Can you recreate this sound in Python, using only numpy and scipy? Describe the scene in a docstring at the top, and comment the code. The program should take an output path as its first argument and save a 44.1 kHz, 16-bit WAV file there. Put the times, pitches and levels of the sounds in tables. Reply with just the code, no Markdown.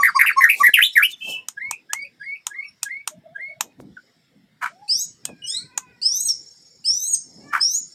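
"""Caged songbird close to a phone microphone

Close up, in a porch's echo: swinging tones warble, near-pure tones whistle and two coupled tones squeal.
Shaped noise makes the dry clicks, chopped throat rasps, breathy puffs, feather swishes and air thumps;
damped knocks are feet on the perch. Far off in the yard, soft tones make a dove and small birds, harmonics
a rooster and pulsed bands a trill, over a bed of patchy noise: traffic rumble, murmur and twitter.
"""
import sys
import numpy as np
from scipy import signal
from scipy.fft import rfft, irfft, next_fast_len
from scipy.io import wavfile
from scipy.ndimage import uniform_filter1d, map_coordinates

SR = 44100
rng = np.random.default_rng(int(sys.argv[2]) if len(sys.argv) > 2 else 0)


def int16_out(signal):
    """Quantize to a 16-bit WAV file."""
    q = np.round(np.clip(np.atleast_2d(signal).T, -1, 1) * 32767)
    wavfile.write(sys.argv[1], SR, q.astype(np.int16))


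N = 350154  # samples

# Levels and spectra are relative: the functions add trims or set the noise to rms 1.
# Yard beds, spectra of traffic rumble, middle murmur and distant small birds: (frequency [Hz], level [dB])
RUMBLE_SPECTRUM = [(12, -53.5), (20, -39), (146, -1.5), (315, -8), (510, -14), (694, -28), (809, -19),
                   (1200, -36.5), (1560, -60.5), (2640, -120)]
MURMUR_SPECTRUM = [(410, -32), (700, -5), (806, -16.5), (2190, -3.5), (2380, -14.5), (3800, -8.5),
                   (4940, -25.5), (8360, -120)]
TWITTER_SPECTRUM = [(2000, -55), (3400, -31), (4090, -11.5), (5320, 6), (6270, -17), (6870, -8),
                    (7890, -10.5), (11000, -28.5), (13400, -29.5), (15600, -44.5), (16400, -60)]
# Rise and fall of the three beds: (time [s], level [dB])
RUMBLE_LEVEL = [(0, -58), (.8, -61.5), (1.3, -62), (2.8, -64.5), (3.2, -62), (4.1, -64), (5.1, -60),
                (5.9, -56), (6.2, -64), (6.4, -56.5), (7.05, -63), (7.94, -64)]
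MURMUR_LEVEL = [(0, -53.5), (.5, -59.5), (1.5, -68), (2.8, -68.5), (4.3, -67.5), (5.9, -68.5), (7, -71.5),
                (7.94, -71)]
TWITTER_LEVEL = [(0, -59), (.95, -74.5), (2.79, -68.5), (3.16, -80.5), (3.78, -77), (4.02, -66),
                 (4.49, -77.5), (5.06, -57), (5.2, -64.5), (5.9, -71), (6.39, -52.5), (6.68, -57),
                 (6.81, -63), (7.43, -56), (7.61, -57.5), (7.94, -55)]

# Low close whistles, small birds far off, rising whistles, one short low note and far dove coos:
# (start [s], length [s], reference pitch [Hz], reference level [dB])
COOS = [(-.008, 0.039, 1184, -18), (0.15, 0.037, 1150, -15), (0.365, .042, 1131, -15),
        (0.6, 0.031, 1150, -16)]
PEEPS = [(0, 0.06, 4600, -49), (0.075, 0.036, 4730, -35.5), (0.145, 0.056, 4750, -38.5),
         (0.23, 0.034, 4820, -48), (0.3, 0.042, 4540, -47), (0.38, .03, 5500, -55),
         (0.54, .035, 4220, -43.5), (0.69, .04, 4120, -51.5), (0.92, 0.033, 5420, -45.5),
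         (1.12, 0.026, 3664, -35.5), (1.98, 0.085, 4760, -55), (2.19, 0.09, 4810, -58),
         (2.65, 0.075, 5540, -57)]
WHISTLES = [(1.567, 0.17, 2300, -30), (1.893, 0.18, 2321, -31.5), (2.2, 0.18, 2320, -32),
            (2.503, 0.18, 2307, -32), (2.852, 0.19, 2296, -31.5), (3.348, .2, 2272, -31)]
CHIP = [(3.964, 0.022, 1444, -37.5)]
DOVE = [(1.36, 0.093, 1010, -56.5), (1.63, 0.11, 1000, -58), (2.03, 0.056, 540, -58),
        (2.55, 0.15, 1190, -60.5), (3.11, 0.082, 625, -51.5), (3.24, .1, 648, -49.5),
        (3.37, 0.059, 655, -57.5), (3.48, 0.18, 635, -55.5), (6.105, 0.053, 1060, -60.5)]
# Their shapes; the rising whistle is a low step, a jump, then a slowing climb:
# (share of length [0-1], pitch ratio [1], relative level [dB])
COO_SHAPE = [(0, 0.9, -14), (.25, 0.98, -4), (.45, 0.98, 2.5), (.8, 0.95, -3), (1, 0.91, -10)]
PEEP_SHAPE = [(0, 1, -14), (.5, 1, 3.5), (1, 0.94, -11.5)]
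WHISTLE_SHAPE = [(0, .7, -21), (.08, .72, -2.5), (0.171, .72, -9.5), (0.199, 0.99, -26.5),
                 (.25, 0.79, -8.5), (.32, .91, -4), (.42, 0.92, -1.5), (.6, 0.96, -3.5), (.83, 0.98, -7),
                 (1, 0.96, -30)]
CHIP_SHAPE = [(0, 1.33, -29), (.3, 1.05, 0), (.8, .96, -1.5), (1, .93, -22)]
DOVE_SHAPE = [(0, .98, -3.5), (.3, 1, -4), (1, 1.02, -10)]
# One rising dove coo and one far rising note: (time [s], pitch [Hz], level [dB])
DOVE_RISE = [
    [(4.7, 621, -66.5), (4.826, 811, -47.5), (4.9, 799, -67.5)],
]
FAR_RISE = [
    [(5.52, 1789, -65.5), (5.598, 2260, -58), (5.65, 2290, -61)],
]

# Warbled phrases: (time [s], centre pitch [Hz], level [dB])
WARBLES = [
    [(0.032, 1920, -13.5), (0.068, 1932, -8), (0.1, 1252, -19.5)],
    [(0.193, 2140, -12), (0.225, 1870, -8), (0.254, 1377, -16.5), (0.262, 2485, -28), (0.279, 2376, -7),
     (0.318, 1400, -18.5)],
    [(0.408, 2017, -12), (0.444, 1831, -6.5), (0.478, 1509, -17), (0.498, 2430, -9), (0.555, 2207, -23.5)],
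    [(0.633, 1904, -9.5), (0.671, 1965, -7.5), (0.697, 1578, -16.5)],
    [(0.736, 3076, -18.5), (0.743, 2796, -9), (0.775, 2008, -11.5), (0.805, 1690, -14.5),
     (0.82, 2474, -13.5), (0.845, 3652, -11), (0.857, 3810, -12.5), (0.872, 3360, -26)],
    [(0.956, 2222, -15.5), (0.979, 1795, -6.5), (1.01, 1516, -18.5), (1.035, 2520, -12),
     (1.055, 2990, -13.5), (1.07, 2995, -23.5)],
]
# How much of the full wobble each phrase takes: (share [0-1])
WARBLE_SHARE = [0.55, 0.99, .65, 0.26, .7, 0.34]
# Faint flutters above the whistle ends: (start [s], length [s], reference pitch [Hz], reference level [dB])
FLUTTERS = [(1.72, 0.074, 2537, -32), (2.045, 0.038, 2517, -35.5), (2.348, 0.057, 2530, -38.5),
            (2.63, 0.072, 2523, -39), (3.0, 0.043, 2534, -54.5)]
# Shape of a flutter: (share of length [0-1], pitch ratio [1], relative level [dB])
FLUTTER_SHAPE = [(0, .98, -6), (.25, 1, 2), (0.998, 1.02, -27.5)]
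# Thin treble and octave overtone under the tone: (pitch [Hz], relative level [dB])
TREBLE_BY_PITCH = [(1300, -40.5), (1650, -30), (1900, -20.5), (2400, -14.5), (4000, -18.5)]
OCTAVE_BY_PITCH = [(1500, -39), (3000, -35), (3800, -18.5)]
# Thin treble noise over the warbles: (frequency [Hz], level [dB])
WARBLE_TREBLE_SPECTRUM = [(1760, -37), (3000, -17), (3710, -15.5), (4340, -23), (6020, -26), (9610, -25.5),
                          (10400, -7.5), (12200, -8), (15400, -31.5), (16400, -58)]
WARBLE_HZ, WARBLE_DEPTH_HZ = 97.35, 252  # mean teeth a second; pitch swing per unit of tooth at share 1
FLUTTER_SHARE, FLUTTER_TREBLE_DB = 0.34, -36  # share of the full wobble; treble relative to the tone
THIN_HZ = 10400  # mean pitch of a thin, unsteady treble tone, heard also shifted up by the song pitch

# Feather swishes, and at 1.12 s a breathy noise under a short high note: (peak time [s], rise time [s], fall
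# time [s], level [dB])
SWISHES = [(0.6, 0.086, 0.091, -34.5), (0.94, 0.028, .02, -46), (1.12, .05, 0.021, -37.5),
           (1.31, 0.11, 0.079, -36.5), (3.81, .03, 0.037, -57)]
# Thumps of pushed air: (peak time [s], rise time [s], fall time [s], level [dB], brighter flap level [dB])
THUMPS = [(0.62, .12, 0.046, -57, -42), (1.294, 0.051, .14, -48.5, -42.5), (3.645, 0.055, 0.11, -51.5, -52),
          (3.8, 0.023, 0.041, -36, -47.5), (3.869, .2, 0.16, -43.5, -64), (4.65, 0.091, 0.12, -56, -65.5),
          (5.299, 0.047, 0.042, -63, -43.5), (5.33, 0.19, 0.13, -47, -68), (7.4, 0.18, 0.28, -40, -52.5)]
# Feet on the perch: (time [s], level [dB])
KNOCKS = [(0.692, -29.5), (0.743, -47), (0.961, -37.5), (1.027, -46.5), (3.802, -34), (5.292, -35.5)]
# Spectra of feathers, low thump and brighter flap: (frequency [Hz], level [dB])
FEATHER_SPECTRUM = [(2000, -45.5), (3400, -8), (4420, -5.5), (7290, -4.5), (11200, -12), (14900, -10.5),
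                    (15900, -16.5), (16400, -83)]
THUMP_SPECTRUM = [(24, -44), (45, -21), (100, -7.5), (190, 1.5), (300, -1.5), (450, -18.5), (800, -39.5),
                  (1500, -100)]
FLAP_SPECTRUM = [(150, -60.5), (280, -12.5), (450, 0.5), (800, -1.5), (1150, -17), (1800, -34),
                 (3300, -100)]
SWELL_DB, KNOCK_HZ = 26, 482  # drop of a swell over one rise or fall time; knock frequency

# Left side of two separate two-voiced notes: (time [s], pitch [Hz], level [dB], octave level [dB])
LEFT_NOTES = [
    [(1.205, 2592, -50.5, -74), (1.225, 2644, -32, -82), (1.3, 2660, -40.5, -51.5),
     (1.37, 2660, -30.5, -75), (1.44, 2646, -61, -99)],
    [(5.42, 2917, -47, -91), (5.444, 2893, -33.5, -48.5), (5.478, 3122, -47, -44), (5.586, 4196, -26, -44),
     (5.61, 4444, -44, -64)],
]
# Right side of those notes: (time [s], pitch [Hz], level [dB], treble level [dB])
RIGHT_NOTES = [
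    [(1.21, 2947, -40, -90), (1.22, 3113, -41.5, -76.5), (1.288, 3109, -41.5, -57),
     (1.33, 2993, -35.5, -60), (1.43, 2876, -63, -90)],
    [(5.465, 5500, -48.5, -56), (5.49, 4958, -32, -58), (5.505, 5190, -31.5, -61), (5.53, 5414, -40.5, -68),
     (5.58, 5846, -56, -74), (5.62, 6142, -68, -70)],
]
# Right side of the rising squeals: (time [s], pitch [Hz], level [dB])
SQUEALS = [
    [(4.879, 4183, -51), (4.897, 4735, -21), (5.031, 6734, -37), (5.055, 6950, -46.5)],
    [(6.016, 4278, -39), (6.03, 4790, -24), (6.092, 5430, -25.5), (6.15, 5960, -24.5), (6.186, 6300, -32.5),
     (6.22, 6720, -30.5), (6.275, 6560, -33), (6.289, 5680, -24), (6.33, 5245, -33.5)],
    [(6.842, 4378, -42), (6.861, 5080, -25), (6.961, 5920, -24.5), (7.0, 6056, -33.5), (7.104, 6800, -30.5),
     (7.14, 6620, -23.5), (7.15, 6304, -23)],
    [(7.6, 4827, -39), (7.616, 5112, -20.5), (7.644, 5467, -24), (7.724, 6137, -30.5), (7.772, 6840, -28),
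     (7.8, 7051, -41)],
]
# What goes with the right pitch: (pitch [Hz], left level [dB], left octave level [dB], treble level [dB])
SQUEAL_COLOUR = [(4000, -87.5, -62, -65), (4200, -51, -48, -64), (5300, -56, -64, -66.5),
                 (5870, -57.5, -50.5, -53.5), (6080, -47.5, -54, -35.5), (6590, -45.5, -33, -38),
                 (6870, -66, -57, -51)]
# Right pitch over left pitch in each squeal, before left dips are held up: (ratio [1])
SIDES_APART = [1.66, 1.64, 1.61, 1.57]
# Tones made where the sides couple: (multiple of left pitch [1], multiple of right pitch [1], level [dB])
MIXING = [(3, 0, -30), (1, 1, -7), (-1, 2, -22), (0, 2, -9.5), (2, 1, -17)]
# The beak's response to the coupled tones: (frequency [Hz], gain [dB])
BEAK_RESPONSE = [(1000, -22), (6000, -19), (8500, 11), (9600, -5), (10500, -24), (12500, -15), (14000, -15),
                 (15000, -41)]
# Patchy treble noise over the squeals: (frequency [Hz], level [dB])
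SQUEAL_TREBLE_SPECTRUM = [(6350, -78.5), (10800, -49.5), (11600, 6), (13100, 17.5), (13900, 5),
                          (15800, -37), (16400, -83)]
SQUEAL_ROUGH = 0.59  # share of full roughness, 0-1

# Dry clicks: (time [s], peak level [dB], low part level [dB])
CLICKS = [(1.4854, -11.5, -17.5), (1.7109, -9, -16), (1.933, -5, -20), (2.468, -6.5, -15.5),
          (2.831, -6, -26.5), (3.0758, -7.5, -15), (3.6085, -4.5, -18), (5.2532, -7, -22.5),
          (5.7771, -5.5, -16.5), (6.864, -32.5, -33.5), (7.614, -26.5, -27)]
# Colour of the clicks: (frequency [Hz], level [dB])
SNAP_SPECTRUM = [(290, -53), (500, -33), (910, -1.5), (2120, -12.5), (3860, -11), (4530, -17), (6920, 0.5),
                 (7550, -9.5), (8740, -4.5), (10900, -29), (12600, -13), (15200, -30), (16400, -46)]

# Harsh rasps: (time [s], level [dB])
RASPS = [
    [(4.61, -46), (4.628, -20.5), (4.646, -22), (4.654, -32), (4.662, -16.5), (4.69, -47)],
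    [(7.525, -35), (7.539, -17.5), (7.577, -20), (7.6, -37.5)],
]
# Throat noise: (frequency [Hz], level [dB])
THROAT_SPECTRUM = [(290, -76), (500, -39), (690, -20.5), (969, -4.5), (1310, 3.5), (1760, -1.5),
                   (2100, -13), (2280, -6), (2740, -24.5), (3030, -19), (3810, -50), (4500, -45),
                   (5850, -69), (9900, -120)]
RASP_TREBLE_DB = -22

# Far rooster: (time [s], pitch [Hz], level [dB])
ROOSTER = [
    [(5.24, 807, -57), (5.276, 861, -53), (5.338, 805, -59), (5.55, 799, -57)],
    [(5.575, 453, -59.5), (5.641, 505, -59.5), (5.83, 507, -54), (5.947, 481, -62), (6.09, 524, -69)],
    [(7.4, 553, -68), (7.48, 578, -54), (7.535, 586, -36)],
]
# Harmonics that carry from the crow: (harmonic number [1], level [dB])
CROW_HARMONICS = [(2, -5.5), (3, -5.5), (4, -9), (5, -11.5)]
# Distance takes the top off the crow: (frequency [Hz], gain [dB])
CROW_DISTANCE = [(2500, 3), (3100, -9)]

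# Breathy ends of the long squeals: (start [s], length [s], reference level [dB])
PUFFS = [(6.285, 0.039, -28.5), (7.145, 0.032, -31)]
# Fade of a puff: (share of length [0-1], relative level [dB])
PUFF_FADE = [(0, 1.5), (1, -18.5)]
# Unvoiced air: (frequency [Hz], level [dB])
PUFF_SPECTRUM = [(1500, -48.5), (2200, -32.5), (5500, 9), (9000, -1), (10200, -37), (12500, -4),
                 (14500, -44)]

# Far trilling bird: (start [s], length [s], reference level [dB])
TRILL = [(6.36, 0.71, -57), (7.2, 0.37, -56.5), (7.82, .12, -47.5)]
# Fade of a trill: (share of length [0-1], relative level [dB])
TRILL_FADE = [(0, 6), (.4, -4), (.9, -7.5), (1, -13)]
# Bands of the trill: (centre pitch [Hz], relative level [dB])
TRILL_BANDS = [(5450, 7), (6650, 1), (7200, -0.5), (9000, -11)]
TRILL_HZ = 20.54  # notes a second

# Decay of the porch's answer: (frequency [Hz], time to fall 60 dB [s])
WALL_DECAY = [(500, 0.083), (2000, 0.12), (5500, 0.28), (9000, 0.19), (14000, 0.017)]
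TOP_HZ = 16500  # band limit of the microphone


def amp(db):
    """Gain of a level in dB."""
    return 10 ** (np.asarray(db) / 20)


def unit(x):
    """x at rms 1."""
    return x / np.sqrt(np.mean(x ** 2) + 1e-20)


def along(points, hz):
    """Value at hz, from (Hz, value) points joined on a log frequency axis."""
    f, v = np.transpose(points)
    return np.interp(np.log(hz + 1), np.log(f + 1), v)


def notes(tables, edge=0.0016):
    """A gate with soft edges of edge seconds, then a smooth curve for each column after the time."""
    t = np.arange(N) / SR
    gate = np.zeros(N)
    for rows in tables:
        start, end = rows[0][0], rows[-1][0]
        on = slice(max(round((start - edge) * SR), 0), round((end + edge) * SR))
        nearest_end = np.minimum(t[on] - start, end - t[on])
        gate[on] += np.clip(nearest_end / edge + .5, 0, 1)  # touching notes cross-fade
    rows = np.concatenate(tables)
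    s, *values = rows[np.argsort(rows[:, 0], kind="stable")].T
    curves = (uniform_filter1d(np.interp(t, s, v), size=130) for v in values)
    return np.minimum(gate, 1), *curves


def sung(events, shape):
    """One table per event: the shape stretched to its length, moved to its pitch (if any) and level."""
    return [[(s + length * share, *np.multiply(hz, ratio), db + rel_db) for share, *ratio, rel_db in shape]
            for s, length, *hz, db in events]


def swells(events):
    """The sum of gains that climb to a peak and die away, straight in dB."""
    t = np.arange(N) / SR
    return sum(amp(db - SWELL_DB * np.maximum((s - t) / abs(rise), (t - s) / abs(fall)))
               for s, rise, fall, db in events)


def wobble(rate):
    """A smooth random curve, rate knots a second."""
    knots = rng.standard_normal(int(N * rate / SR) + 4)
    return map_coordinates(knots, [np.arange(N) * rate / SR])


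def phase(hz):
    """Running phase of a pitch curve."""
    return 2 * np.pi * np.cumsum(hz) / SR


def filtered(x, response):
    """x times a response of frequency."""
    m = next_fast_len(N + 8192)
    return irfft(rfft(x, m) * response(np.fft.rfftfreq(m, 1 / SR)), m)[:N]


def hiss(spectrum, patchy_db=0, tall=4, long=10):
    """Coloured noise of rms 1; patches of random gain, tall in bins and long in frames, mottle it."""
    z = signal.stft(rng.standard_normal(N), nperseg=512)[2]
    field = uniform_filter1d(rng.standard_normal(z.shape), tall, 0)
    field = uniform_filter1d(field, long, 1)
    noise = signal.istft(z * amp(patchy_db * unit(field)), nperseg=512)[1][:N]
    return unit(filtered(noise, lambda hz: amp(along(spectrum, hz))))


def yard():
    """Low traffic rumble, a soft middle murmur and thin streaks of distant small birds, all patchy noise."""
    t = np.arange(N) / SR
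    levels = (RUMBLE_LEVEL, MURMUR_LEVEL, TWITTER_LEVEL)
    rumble_db, murmur_db, twitter_db = (np.interp(t, *np.transpose(v)) for v in levels)
    rumble = amp(rumble_db + 0.72 * wobble(4.5)) * hiss(RUMBLE_SPECTRUM, patchy_db=6, tall=2)
    murmur = amp(murmur_db) * hiss(MURMUR_SPECTRUM, patchy_db=4, tall=2, long=14)
    twitter = amp(twitter_db) * hiss(TWITTER_SPECTRUM, patchy_db=5, tall=2, long=16)
    return rumble + murmur + twitter


def whistle(tables, overtones, unsteady_db, jitter_hz):
    """A near-pure tone, unsteady in pitch and level, with a few weak, flickering overtones."""
    gate, hz, db = notes(tables, edge=.009)
    angle = phase(hz + jitter_hz * wobble(80))
    tone = np.sin(angle) + sum(amp(level) * wobble(220) * np.sin(k * angle) for k, level in overtones)
    flicker_db = unsteady_db * (.6 * wobble(35) + .8 * wobble(110))
    return gate * amp(db + 6 + flicker_db) * tone


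def warbles():
    """One tone whose pitch swings in quick saw-like teeth; each tooth swells, under a thin unsteady treble."""
    phrases = [[(s, hz, db, db + along(TREBLE_BY_PITCH, hz), share) for s, hz, db in rows]
               for rows, share in zip(WARBLES, WARBLE_SHARE)]
    flutters = [[(s, hz, db, db + FLUTTER_TREBLE_DB, FLUTTER_SHARE) for s, hz, db in rows]
                for rows in sung(FLUTTERS, FLUTTER_SHAPE)]
    gate, hz, db, treble_db, share = notes(phrases + flutters, edge=.004)
    beat = phase(WARBLE_HZ * (1 + .22 * wobble(45)))
    tooth = np.sin(beat) + 0.48 * np.sin(2 * beat)
    swell = amp(share * (3.4 * (np.cos(beat - 1.2) - .5) + 5.3 * wobble(150)))
    angle = phase(hz + WARBLE_DEPTH_HZ * share * tooth + 70 * wobble(300))
    octave = amp(along(OCTAVE_BY_PITCH, hz)) * np.sin(2 * angle)
    tone = np.sin(angle) + octave + amp(-36.5) * np.sin(4 * angle)
    thin = phase(THIN_HZ + 160 * wobble(630))
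    thin_tones = amp(-5) * np.sin(thin) + np.sin(thin + angle)  # the second sits one song pitch higher
    treble_noise = amp(-3.5) * hiss(WARBLE_TREBLE_SPECTRUM, patchy_db=5.5)
    treble = amp(3.1 * wobble(140)) * thin_tones + treble_noise
    return gate * swell * (amp(db + 2) * tone + amp(treble_db) * treble)


def wings():
    """Feathers swish while pushed air thumps on the microphone; feet knock the perch as damped rings."""
    swish = swells(SWISHES) * hiss(FEATHER_SPECTRUM, patchy_db=2.5)
    thump = swells(row[:4] for row in THUMPS) * hiss(THUMP_SPECTRUM, patchy_db=2.5)
    flap = swells((*row[:3], row[4]) for row in THUMPS) * hiss(FLAP_SPECTRUM)
    out = swish + amp(1.8 * wobble(30)) * (thump + flap)
    u = 2 * np.pi * KNOCK_HZ * np.arange(SR // 50) / SR
    knock = 2 * u * (2 - u) * np.exp(-u)
    for s, db in KNOCKS:
        out[round(s * SR):][:len(u)] += amp(db + 7.5) * knock
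    return out


def two_sides():
    """Tables for both sides: in the squeals the left side follows the right one, and pitch sets the colour."""
    pitch, *colours = np.transpose(SQUEAL_COLOUR)
    left_db, octave_db, treble_db = (lambda hz, c=c: np.interp(hz, pitch, c) for c in colours)
    left, right = [], []
    for rows, apart in zip(SQUEALS, SIDES_APART):
        times, pitches, levels = np.transpose(rows)
        s = np.linspace(times[0], times[-1], num=40)
        hz, db = np.interp(s, times, pitches), np.interp(s, times, levels)
        left_hz = np.maximum.accumulate(hz) / apart  # the left side never drops
        left.append(np.transpose([s, left_hz, left_db(hz), octave_db(hz)]))
        right.append(np.transpose([s, hz, db, treble_db(hz)]))
    return LEFT_NOTES + left, RIGHT_NOTES + right


def squeals():
    """Both sides of the syrinx sound at once; their coupling adds sums and differences of the two pitches."""
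    left_rows, right_rows = two_sides()
    left_gate, left_hz, left_db, octave_db = notes(left_rows)
    right_gate, right_hz, right_db, treble_db = notes(right_rows)
    left = phase(left_hz + 60 * SQUEAL_ROUGH * wobble(400))
    right = phase(right_hz + 120 * SQUEAL_ROUGH * wobble(400))
    left_size = left_gate * amp(left_db + 5 + 6 * SQUEAL_ROUGH * wobble(120))
    right_size = right_gate * amp(right_db + 7.5 + 5.2 * SQUEAL_ROUGH * wobble(120))
    octave = left_gate * amp(octave_db + 7.5 + 7.1 * wobble(100)) * np.sin(2 * left)
    apart = np.clip(right_hz / left_hz - 1.25, 0, .1) * 10  # close pitches do not couple
    mixed = np.zeros(N)
    for a, b, db in MIXING:
        size = np.sqrt(left_size * right_size) if b else left_size
        mixed += amp(db + 1.3 * wobble(60)) * size * np.sin(a * left + b * right)
    coupled = filtered(apart * mixed, lambda hz: amp(along(BEAK_RESPONSE, hz)))
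    voiced = left_size * np.sin(left) + right_size * np.sin(right) + octave + coupled
    treble = right_gate * amp(treble_db) * hiss(SQUEAL_TREBLE_SPECTRUM, patchy_db=8.5, tall=3, long=7)
    return voiced + treble


def clicks():
    """A burst of a few ms and a short cage tail, coloured by one spectrum plus random variation per click."""
    out, t = np.zeros(N + SR), np.arange(SR // 8) / SR
    hz = np.fft.rfftfreq(len(t), 1 / SR)
    snap = (1 - np.exp(-(t / 0.001) ** 2)) * amp(-60 * t / 0.01)
    cage_tail = amp(-24 - 60 * t / 0.1) * (t < .1)
    delay = np.exp(-2j * np.pi * hz * .008)  # leaves space for the lead-in
    for s, db, low_db in CLICKS:
        variation_db = 3 * np.interp(hz, np.linspace(0, SR / 2, 30), rng.standard_normal(30))
        colour = along(SNAP_SPECTRUM, hz) + (low_db + 14) * (hz < 2500) + variation_db
        noise = (snap + cage_tail) * rng.standard_normal(len(t))
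        burst = irfft(rfft(noise) * amp(colour) * delay, len(t))
        out[round((s - .0085) * SR):][:len(t)] += amp(db) * burst / np.abs(burst).max()
    return out[:N]


def rasps():
    """Noise in the throat, chopped by uneven pulses, with a little treble noise."""
    gate, db = notes(RASPS)
    pulses = phase(70 * (1 + .4 * wobble(60)))
    chop = amp(3.5 * np.cos(pulses) + 2.5 * wobble(200))
    treble = amp(RASP_TREBLE_DB) * hiss(FEATHER_SPECTRUM, patchy_db=-2.5)
    return gate * amp(db) * unit(chop) * (hiss(THROAT_SPECTRUM) + treble)


def rooster():
    """A far, hoarse crow: only the middle harmonics carry, each fading in and out."""
    gate, hz, db = notes(ROOSTER, edge=0.018)
    angle = phase(hz + 9 * wobble(90))
    crow = np.zeros(N)
    for k, level in CROW_HARMONICS:
        fading_db = 5 * wobble(20) + 3 * wobble(90)
        crow += amp(level + along(CROW_DISTANCE, k * hz) + fading_db) * np.sin(k * angle)
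    return gate * amp(db) * crow


def puffs():
    """Air escapes unvoiced as the syrinx lets go."""
    gate, db = notes(sung(PUFFS, PUFF_FADE))
    return gate * amp(db + 3) * hiss(PUFF_SPECTRUM, patchy_db=4)


def trill():
    """Short, fuzzy notes at a steady pace: unsteady tones switched by a clipped cosine."""
    gate, db = notes(sung(TRILL, TRILL_FADE), edge=0.027)
    pace = np.clip(0.86 + np.cos(2 * np.pi * TRILL_HZ * (np.arange(N) / SR - 6.62)), 0, 1)
    bands = sum(amp(level) * wobble(90) * np.sin(phase(hz + 60 * wobble(82))) for hz, level in TRILL_BANDS)
    return gate * amp(db) * pace * bands


def walls(x):
    """Each frequency of the porch's answer dies at its own speed; each overlapping piece gets a fresh tail."""
    out, hop = np.zeros(N + SR), SR // 8
    fade = np.sin(np.pi * np.arange(2 * hop) / (2 * hop)) ** 2
    padded = np.pad(x, (hop, hop))
    for start in range(0, N, hop):
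        hz, t, z = signal.stft(rng.standard_normal(SR // 3), SR, nperseg=256)
        decay = amp(-60 * t / along(WALL_DECAY, hz)[:, None])
        tail = signal.istft(z * decay, SR, nperseg=256)[1]
        piece = padded[start:][:2 * hop]
        wet = signal.fftconvolve(piece * fade[:len(piece)], tail / np.linalg.norm(tail))
        out[start:][:len(wet)] += wet
    return np.pad(out[hop:], (150, 0))[:N]  # the answer starts 150 samples late


def scene():
    """The singer close by in the porch's echo, the far callers, wings and yard."""
    coos = whistle(sung(COOS, COO_SHAPE), [(2, -20.5), (4, -33.5), (5, -26), (6, -25), (8, -28.5)],
                   unsteady_db=1.03, jitter_hz=28)
    peeps = whistle(sung(PEEPS, PEEP_SHAPE) + FAR_RISE, [(1.8, -15)], unsteady_db=5, jitter_hz=60)
    rising = whistle(sung(WHISTLES, WHISTLE_SHAPE) + sung(CHIP, CHIP_SHAPE),
                     [(2, -30.5), (3, -51), (4, -46.5), (5, -43.5)], unsteady_db=3, jitter_hz=21.9)
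    dove = whistle(sung(DOVE, DOVE_SHAPE) + DOVE_RISE, [(2, -29.5)], unsteady_db=4, jitter_hz=33)
    song = coos + warbles() + rising + squeals() + rasps() + puffs()
    far = dove + rooster() + trill()
    snaps = clicks()
    echo = walls(amp(-13.5) * peeps + amp(-8) * song + amp(-35) * snaps + amp(-4.5) * far)
    return (song + snaps + far + peeps + echo + wings() + yard())[None]


def record(dry):
    """The phone microphone rounds off high peaks, adds faint hiss, dulls the top and stops at its band limit."""
    rounded = dry[0] / (1 + np.abs(dry[0] / .93) ** 6) ** (1 / 6)
    noisy = rounded + amp(-77.5) * rng.standard_normal(N)

    def colour(hz):
        return amp(along([(14500, -0.5), (16000, -8)], hz)) * (hz < TOP_HZ)

    return filtered(noisy, colour)[None]


dry = scene()
out = record(dry)
int16_out(out)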